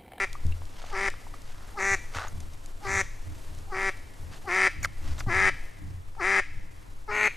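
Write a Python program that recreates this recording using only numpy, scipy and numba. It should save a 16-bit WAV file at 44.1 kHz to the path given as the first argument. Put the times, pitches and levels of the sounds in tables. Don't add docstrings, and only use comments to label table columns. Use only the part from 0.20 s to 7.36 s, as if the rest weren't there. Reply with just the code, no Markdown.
import sys
import numpy as np
from scipy import signal
from scipy.fft import rfft, irfft
from scipy.io import wavfile
from scipy.ndimage import uniform_filter1d
from numba import njit

SR = 44100
rng = np.random.default_rng(int(sys.argv[2]) if len(sys.argv) > 2 else 0)


def dump_mix(stems):
    frames = np.atleast_2d(stems).T
    limited = np.clip(frames, -1, 1)
    pcm = np.round(limited * 32767).astype(np.int16)
    wavfile.write(sys.argv[1], SR, pcm)


N = 315756
TIME = np.arange(N) / SR
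SIDE = np.array([[1], [-1]])


# start and end in seconds, pitch in Hz, yelp and dip as shares of the pitch, tone and rasp
# levels in dB, rasp swell in dB per second, bill opening time and hoarse time in seconds,
# settled roughness 0-1, lead-in in seconds, throat tuning ratio, limp 0-1, buzz against rasp in dB,
# left minus right in dB, beak shape.
QUACK_CUES = [(-.12, 0.043, 392.3, 0.084, 0.032, -34.5, -26, 26, 0.027, .06, 0.37, 0.041, 1.007, 0.2, -15.5, 2.5, "loose"),
              (0.732, 0.883, 393, .11, .04, -33, -27.5, 42, 0.016, 0.13, 0.74, 0.036, 0.98, 0, -13, 2.6, "loose"),
              (1.578, 1.745, 393.6, .12, .04, -32, -23.5, 39, 0.016, 0.066, 0.21, 0.038, 0.96, .1, -11.5, 2.5, "tight"),
              (2.653, 2.811, 389.8, 0.067, 0.011, -33, -25, 43, 0.023, 0.11, 0.42, .045, 0.96, .1, -9.5, 2.5, "tight"),
              (3.524, 3.692, 386, .08, .035, -33, -26.5, 41, 0.023, 0.11, .22, 0.054, 0.97, 0.05, -15.5, 2.5, "loose"),
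              (4.279, 4.474, 379.3, .08, 0.086, -30.5, -20.5, 36, 0.02, .08, 0.72, 0.036, 0.98, 0.58, -15.5, 2.5, "loose"),
              (5.087, 5.29, 385.7, .03, .13, -30.5, -20.5, 28.5, .02, 0.12, 0.73, .025, 0.962, 0.71, -17, 4, "loose"),
              (6.002, 6.196, 391, .15, 0.13, -30.5, -22, 23, 0.02, 0.048, 0.56, 0.037, 0.97, 0.64, -16.5, 4.1, "loose"),
              (6.891, 7.074, 423, .04, 0.032, -31, -21, 59, 0.024, 0.15, 0.7, .013, 1.038, 0.3, -15, 3.5, "high")]

def hen():
    out = np.zeros((2, N))
    for start, end, *delivery, lead_s, tuning, limp, buzz_db, pan_db, beak in QUACK_CUES:
        t = np.arange(start - lead_s, end + .04, 1 / SR)
        voice = effort(t - start, end - start, *delivery)
        add(out, t[0], quack(t, end, voice, tuning, limp, buzz_db, pan_db, beak))
    return out


def effort(t, length, pitch, yelp, dip, tone_db, rasp_db, rasp_db_per_s, open_s, hoarse_s, settled):
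    attack_s, attack_db, lead_db_per_s, swell_db_per_s = .0098, 10, 330, 13.5
    clear, hoarse = .063, .79
    yelp_shape = np.exp(-((t + .015) / .012) ** 2)
    sink = np.maximum(t, 0) / .021
    dip_shape = (sink * np.exp(1 - sink)) ** 2
    flutter = .005 * wander(70)[:len(t)]
    hz = pitch * (1 + yelp * yelp_shape - dip * dip_shape + flutter)
    remaining_s = np.maximum(length - t, 0)
    fade_in_db = attack_db * ramp(-t, attack_s) + lead_db_per_s * np.maximum(-t - attack_s, 0)
    tone = tone_db - swell_db_per_s * remaining_s - fade_in_db
    shut_bill_db = -15.5 * np.exp(-t / open_s)
    rasp = rasp_db - rasp_db_per_s * remaining_s + shut_bill_db
    rough = clear + (hoarse - clear) * ramp(t, .026) + (settled - hoarse) * ramp(t - hoarse_s, .023)
    return hz, tone, rasp, rough


def syrinx(t, end, hz, push, rough, limp):
    sag = .055 * ramp(t - end + .005, .011)
    cycles = np.cumsum(hz * (1 - sag)) / SR
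    beat = np.arange(int(cycles[-1]))
    beat_s = np.interp(beat, cycles, t)
    split, wild = np.interp(beat_s, t, push), np.interp(beat_s, t, rough)
    weak, late = beat % 2, beat % 4 == 0
    time_scatter, size_scatter, drop_scatter = rng.standard_normal((len(beat), 3)).T
    jitter_s = .000075 * wild * (1 + 1.5 * weak) * time_scatter
    size = undb(1.9 * wild * size_scatter)
    weakening = split * weak * np.exp(-.2 * wild * drop_scatter ** 2)
    strain = np.clip(3 * (beat_s - t[0]) / (end - t[0]) - 1, 0, 1)
    slap_s = beat_s - t[0] + .00026 * limp * strain * late + jitter_s

    def slaps(drop, breath, puff_s):
        pulses = clicks(slap_s, size * (1 - drop * weakening), len(t))
        puffs = signal.lfilter([1], [1, -np.exp(-1 / (puff_s * SR))], np.abs(pulses))
        return steady(pulses) + breath * steady(puffs * rng.standard_normal(len(t)))

    soft = slaps(drop=.52, breath=.14 * rough, puff_s=.002)
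    hard = slaps(drop=.68, breath=.1 + .36 * rough, puff_s=.0012)
    sharp = slaps(drop=.41, breath=.3 + .6 * rough, puff_s=.001)
    return soft, hard, sharp


# frequency in Hz, gain in dB.
THROAT_TONE_EQ = [(150, -29), (200, -1), (390, 3.5), (490, -3.5), (580, 2.5), (790, -1.5), (960, 6.5),
                  (1180, -1.5), (1350, 8.5), (1620, -13), (2000, -35)]
THROAT_RASP_EQ = [(700, -7), (1100, -18.5), (1370, 8.5), (1550, -9), (1750, 10), (1980, 8.5), (2180, 9),
                  (2400, 2), (2700, -6), (3100, -22.5), (4000, -41)]
BEAK_EQS = {"tight": [(2600, -15.5), (3300, -12), (3800, -9.5), (4500, -12.5), (5300, -10), (5950, 0.5),
            (6500, -2), (7200, -3), (8400, -13), (9600, -17.5), (11000, -23), (15000, -41)],
            "loose": [(2500, -9.5), (2950, 3.5), (3400, -3.5), (3850, -.5), (4300, -8.5), (4900, 2),
            (5400, -4), (5950, 1), (6500, -6), (7200, -3.5), (7700, -8.5), (9100, -6.5), (11000, -20),
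            (15000, -38)], "high": [(2500, -22), (2850, 6.5), (3300, -3), (4400, -4.5), (4900, -13),
            (5800, -13), (6400, 2.5), (7000, -10), (7600, -7), (8500, -15), (10500, -15.5), (15000, -36)]}

def quack(t, end, voice, tuning, limp, buzz_db, pan_db, beak):
    hz, tone_db, rasp_db, rough = voice
    rasp_over_tone_db = rasp_db - tone_db
    push = ramp(rasp_over_tone_db + 12.5, 16.5)
    soft, hard, sharp = syrinx(t, end, hz, push, rough, limp)
    tone = bill(colour(soft, THROAT_TONE_EQ, tuning), rasp_over_tone_db)
    rasp = bill(colour(hard, THROAT_RASP_EQ, tuning), rasp_over_tone_db)
    whistle = steady(band(tone, 550, 1000))
    fullness = ramp(tone_db + 46.5, 10)
    tone = steady(fullness * tone + (1 - fullness) * whistle)
    nasal = undb(5) * steady(band(sharp, 4120, 5740))
    buzz = push * steady(colour(sharp, BEAK_EQS[beak])) + (1 - push) * nasal
    after_s = np.maximum(t - end - .003, 0)
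    gate = ramp(t - t[0], .0013) * np.exp(-after_s / .0043)
    throat = gate * (tone * undb(tone_db) + rasp * undb(rasp_db))
    throat += undb(tone_db - 3) * np.sin(2 * np.pi * 560 * after_s) * np.exp(-after_s / .0059)
    return pan(throat, pan_db) + gate * buzz * undb(rasp_db + buzz_db)


# rasp over tone in dB, low-pass cutoff in Hz.
BILL_OPENING = [(-28, 800), (-25, 2300), (-4, 1550), (-1.5, 5000), (2, 4140)]

def bill(x, rasp_over_tone_db, damping=.81):
    cutoff_hz, = curves(BILL_OPENING, rasp_over_tone_db)
    return steady(sweep(sweep(x, cutoff_hz, damping), cutoff_hz, damping))


# frequency in Hz, gain in dB.
ECHO_EQ = [(200, -33), (900, -9), (1400, -4), (2100, 0.5), (3000, 8), (6000, 3), (12000, -1)]

def forest(x, bank_t60=.26, trees_t60=1.2):
    t = TIME[:SR]
    bank = undb(-18) * unit(undb(-60 * t / bank_t60))
    trees = undb(-22) * unit(undb(-60 * t / trees_t60))
    decay = (bank + trees) * ramp(t - .004, .0083) / np.sqrt(SR)
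    send = colour(x, ECHO_EQ)
    mid, side = (signal.fftconvolve(send, decay * rng.standard_normal(SR))[:N] for _ in range(2))
    return pan(mid, 1.7) + .033 * side * SIDE


# frequency in Hz, gain in dB.
GRASS_EQ = [(180, -45), (300, -8), (414, -35), (456, 1), (502, -10), (599, -1.5), (1230, -3.5),
            (2550, -6.5), (6370, -11), (14000, -33)]
GROUND_EQ = [(300, -24), (650, -4), (1250, 3), (2000, -4), (2800, -18), (8000, -25)]
# crest, rise and fall in seconds, level in dB, share of soft ground 0-1.
SCUFF_CUES = [(.65, 0.13, .2, -50, 0), (1.28, 0.037, 0.065, -57, 0), (1.48, 0.18, 0.082, -55, 0.7),
              (1.967, 0.031, .035, -36.5, 0.45), (2.005, 0.023, 0.065, -37.5, 0.87),
              (2.66, 0.036, .05, -48, 0.3), (3.371, 0.052, .06, -63, 0), (4.14, 0.031, 0.038, -49.5, .2),
              (4.896, 0.068, 0.051, -48, 0.17), (4.995, 0.022, 0.024, -43.5, 0.4)]

def shoe_scuffs():
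    grass, ground, out = noise(GRASS_EQ), noise(GROUND_EQ), np.zeros(N)
    for crest, rise, fall, db, soft in SCUFF_CUES:
        surface = np.sqrt(1 - soft) * grass + np.sqrt(soft) * ground
        out += undb(db) * swell(crest, rise, fall) * surface
    grain = unit(undb(3.3 * wander(350)))
    return out * grain


# centre and half length in seconds, pitch in Hz, glide in octaves per second, level in dB.
SQUEAK_CUES = [(2.0835, .0025, 6600, -26, -42.5), (4.632, .0025, 6370, 27, -32.5),
               (4.639, 0.0099, 2300, 0, -38.5), (4.644, 0.0052, 6300, -86, -35.5),
               (4.6482, .002, 1900, -130, -21.5), (4.655, 0.0044, 1344, -70, -27.5),
               (4.993, .003, 7000, -22, -44), (5.002, 0.0043, 5100, -100, -39.5),
               (5.008, 0.0032, 1650, -210, -35)]

def sole_squeaks(waver=.061, overtone_below_hz=7350):
    out = np.zeros(N)
    grit = noise([(500, -3.5), (1000, -.5), (1900, 10.5), (3200, -11), (5500, -2.5), (12000, -15)])
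    for centre, half_s, pitch, glide, db in SQUEAK_CUES:
        t = np.arange(-2 * half_s, 2 * half_s, 1 / SR)
        hz = pitch * 2 ** (glide * t)
        phase = 2 * np.pi * np.cumsum(hz * (1 + waver * wander(900)[:len(t)])) / SR
        overtone = undb(-14) * np.sin(2 * phase) * (hz < overtone_below_hz)
        chirp = np.sqrt(2) * (np.sin(phase) + overtone)
        slip = np.exp(-(t / half_s) ** 2)
        add(out, centre + t[0], undb(db) * slip * (chirp + undb(-4) * grit[:len(t)]))
    return out


# start in seconds, level in dB, pitch in Hz, ring time in seconds, tap against ring in dB.
PLIP_CUES = [(.153, -35, 1150, 0.045, -6), (0.323, -40, 2640, 0.035, -1), (0.419, -36, 905, 0.018, -6.5),
             (.639, -36, 790, 0.018, 3), (.939, -35, 1150, .013, -1), (1.068, -38, 894, 0.012, -3),
             (1.14, -36, 1190, .009, -1.5), (1.986, -22.5, 1300, .007, -2), (2.049, -27, 890, .009, -6),
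             (5.951, -45, 1200, .008, 1)]

def water_plips():
    out = np.zeros(N)
    for start, db, hz, t60, tap_db in PLIP_CUES:
        tap_eq = [(.42 * hz, -14), (hz, 0), (1.24 * hz, -4), (3 * hz, -26)]
        add(out, start, undb(db) * ring(hz, t60, glide=.12))
        add(out, start, undb(db + tap_db) * burst(tap_eq, t60=.016))
    return out


# start in seconds, level in dB.
SNAP_CUES = [(0.13, -27.5), (0.2664, -34), (0.4539, -35), (0.9017, -29), (1.219, -39), (2.2038, -34),
             (2.3355, -39), (2.4602, -34), (3.349, -40), (3.3876, -38)]

def stalk_snaps(trim_db=-2):
    out = np.zeros(N)
    snap_eq = [(2500, -3), (7000, 5), (10000, -5), (14000, -15)]
    for start, db in SNAP_CUES:
        add(out, start, undb(db + trim_db) * burst(snap_eq, t60=.01))
    return out


# start in seconds, level in dB, pitch in Hz, ring time in seconds.
BUMP_CUES = [(.252, -23, 83.6, 0.56), (1.715, -36, 84.5, 0.3), (1.961, -32.5, 86.2, 0.18),
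             (2.145, -31.5, 79, 0.43), (2.692, -36, 92.5, 0.63), (4.589, -41, 66.6, 0.6),
             (4.886, -30.5, 71.4, 0.63), (5.069, -24, 112, 0.16), (5.703, -36, 90.6, 0.62)]

def camera_bumps(ring_db=1.5, knock_db=-7):
    out = np.zeros(N)
    knock_eq = [(40, 12), (130, 12), (290, 3.5), (500, -11)]
    for start, db, hz, t60 in BUMP_CUES:
        add(out, start, undb(db + ring_db) * ring(hz, t60))
        add(out, start, undb(db + knock_db) * burst(knock_eq, t60=.18))
    return out


# frequency in Hz, gain in dB.
HANDLING_EQ = [(40, -27), (65, -5.5), (83, 3), (105, -4.5), (125, -6), (150, -19), (185, -15), (240, -32),
               (290, -15), (450, -50.5)]
# crest and fall in seconds, level in dB.
GRIP_CUES = [(1.02, 0.096, -56), (2.17, 0.12, -38.5), (2.724, 0.13, -37.5), (3.102, 0.072, -39.5),
             (3.33, 0.19, -45.5), (4.042, 0.15, -43), (4.606, 0.12, -38.5), (4.867, 0.25, -39),
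             (5.2, 0.13, -35.5), (5.65, 0.13, -39), (6.374, 0.14, -44.5)]

def handling_rumble(rise_s=.064, hold_db=-52, trim_db=-1):
    shifts = sum(undb(db) * swell(crest, rise_s, fall) for crest, fall, db in GRIP_CUES)
    level = np.hypot(undb(hold_db), shifts) * undb(trim_db)
    mid, side = (noise(HANDLING_EQ, size=8192) * level for _ in range(2))
    return pan(mid, 1.9) + undb(-4) * side * SIDE


# frequency in Hz, gain in dB.
WIND_EQ = [(8, 2), (17, -1), (26, -10), (38, -17), (55, -24.5), (110, -28.5)]
# time in seconds, level in dB.
GUST_FADER = [(0.0, -48), (0.28, -35), (0.44, -41.5), (2.65, -45), (3.05, -41), (4.25, -48), (4.95, -39),
              (5.94, -46), (6.38, -40), (6.54, -47.5), (6.84, -41), (7.16, -52)]

def wind(trim_db=7):
    gust_db, = curves(GUST_FADER, TIME)
    return pan(noise(WIND_EQ, size=16384) * undb(gust_db + trim_db), 1.9)


# frequency in Hz, gain in dB.
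LEAF_EQ = [(120, -27), (200, -8), (282, -6), (383, -8.5), (1070, -12), (1780, -17.5), (1980, -17.5),
           (3470, -20), (8120, -22), (13700, -28.5), (15000, -58)]
# time in seconds, level in dB.
BREEZE_FADER = [(0, -54.5), (5.4, -54.5), (5.8, -59.5), (7.16, -58.5)]

def leaves():
    breeze_db, = curves(BREEZE_FADER, TIME)
    rustle = noise(LEAF_EQ) * undb(breeze_db + 1.15 * wander(7.1) + 1.25 * wander(120))
    air = undb(-57.5) * noise([(150, -13), (1000, -17), (2800, -28)])
    return rustle + air * SIDE


def ring(hz, t60, glide=0):
    t = TIME[:int(t60 * SR)]
    return np.sin(2 * np.pi * hz * t * (1 + glide * t / t60)) * undb(-60 * t / t60)


def burst(eq, t60):
    t = TIME[:SR // 8]
    x = colour(rng.standard_normal(len(t)) * undb(-60 * t / t60), eq)
    return x / np.abs(x).max()


def noise(eq, size=2048):
    return unit(colour(rng.standard_normal(N), eq, size=size))


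def clicks(times, sizes, count, order=8):
    at = times[:, None] * SR
    taps = np.floor(at).astype(int) + np.arange(1 - order, order + 1)
    pulses = np.sinc(taps - at) * np.sinc((taps - at) / order) * sizes[:, None]
    return np.bincount(np.clip(taps, 0, count).ravel(), pulses.ravel(), count + 1)[:count]


def colour(x, eq, tuning=1, size=2048):
    hz, db = np.transpose(eq)
    f = np.maximum(np.arange(size + 1) * SR / (2 * size), 1)
    skirts_db = -24 * np.maximum(np.log2(f / hz[-1]), 0) - 12 * np.maximum(np.log2(hz[0] / f), 0)
    response_db = np.interp(np.log(f), np.log(hz * tuning), db) + skirts_db
    cepstrum = irfft(np.log(undb(response_db)))
    cepstrum[1:size] *= 2
    cepstrum[size + 1:] = 0
    return signal.fftconvolve(x, irfft(np.exp(rfft(cepstrum))))[:len(x)]


def band(x, lo_hz, hi_hz):
    return signal.sosfilt(signal.butter(2, [lo_hz, hi_hz], "band", fs=SR, output="sos"), x)


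@njit
def sweep(x, hz, damping):
    y, band_state, low_state = np.empty(len(x)), 0., 0.
    for i in range(len(x)):
        g = np.tan(np.pi * hz[i] / SR)
        bandpass = (band_state + g * (x[i] - low_state)) / (1 + g * (g + damping))
        y[i] = low_state + g * bandpass
        band_state, low_state = 2 * bandpass - band_state, 2 * y[i] - low_state
    return y


def wander(rate_hz):
    hold = int(SR / rate_hz)
    steps = np.repeat(rng.standard_normal(N // hold + 1), hold)
    return unit(uniform_filter1d(steps, hold)[:N])


def swell(crest, rise, fall):
    width = np.where(TIME < crest, rise, fall)
    return np.exp(-np.minimum(((TIME - crest) / width) ** 2, 50))


def ramp(x, length):
    return np.clip(x / length, 0, 1)


def curves(rows, at):
    knots, *columns = np.transpose(rows)
    return [np.interp(at, knots, column) for column in columns]


def steady(x, size=900):
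    return x / np.sqrt(uniform_filter1d(uniform_filter1d(x ** 2, size), size // 2) + 1e-12)


def unit(x):
    return x / np.sqrt(np.mean(x ** 2))


def undb(db):
    return 10 ** (np.asarray(db) / 20)


def pan(x, db):
    return x * undb(np.array([[db], [-db]]) / 2)


def add(track, start_s, x):
    start = int(start_s * SR)
    x, start = x[..., max(-start, 0):], max(start, 0)
    track[..., start:start + x.shape[-1]] += x[..., :max(N - start, 0)]


def scene():
    voice = hen()
    echo = forest(voice.mean(axis=0))
    shoes = pan(shoe_scuffs() + sole_squeaks(), .48)
    small_sounds = pan(water_plips() + stalk_snaps() + camera_bumps(), 2.4)
    return voice + echo + shoes + small_sounds + handling_rumble() + wind() + leaves()


def record(dry, top_hz=14700):
    return signal.sosfilt(signal.ellip(8, .2, 70, top_hz, fs=SR, output="sos"), dry)


dry = scene()
out = record(dry)
dump_mix(out)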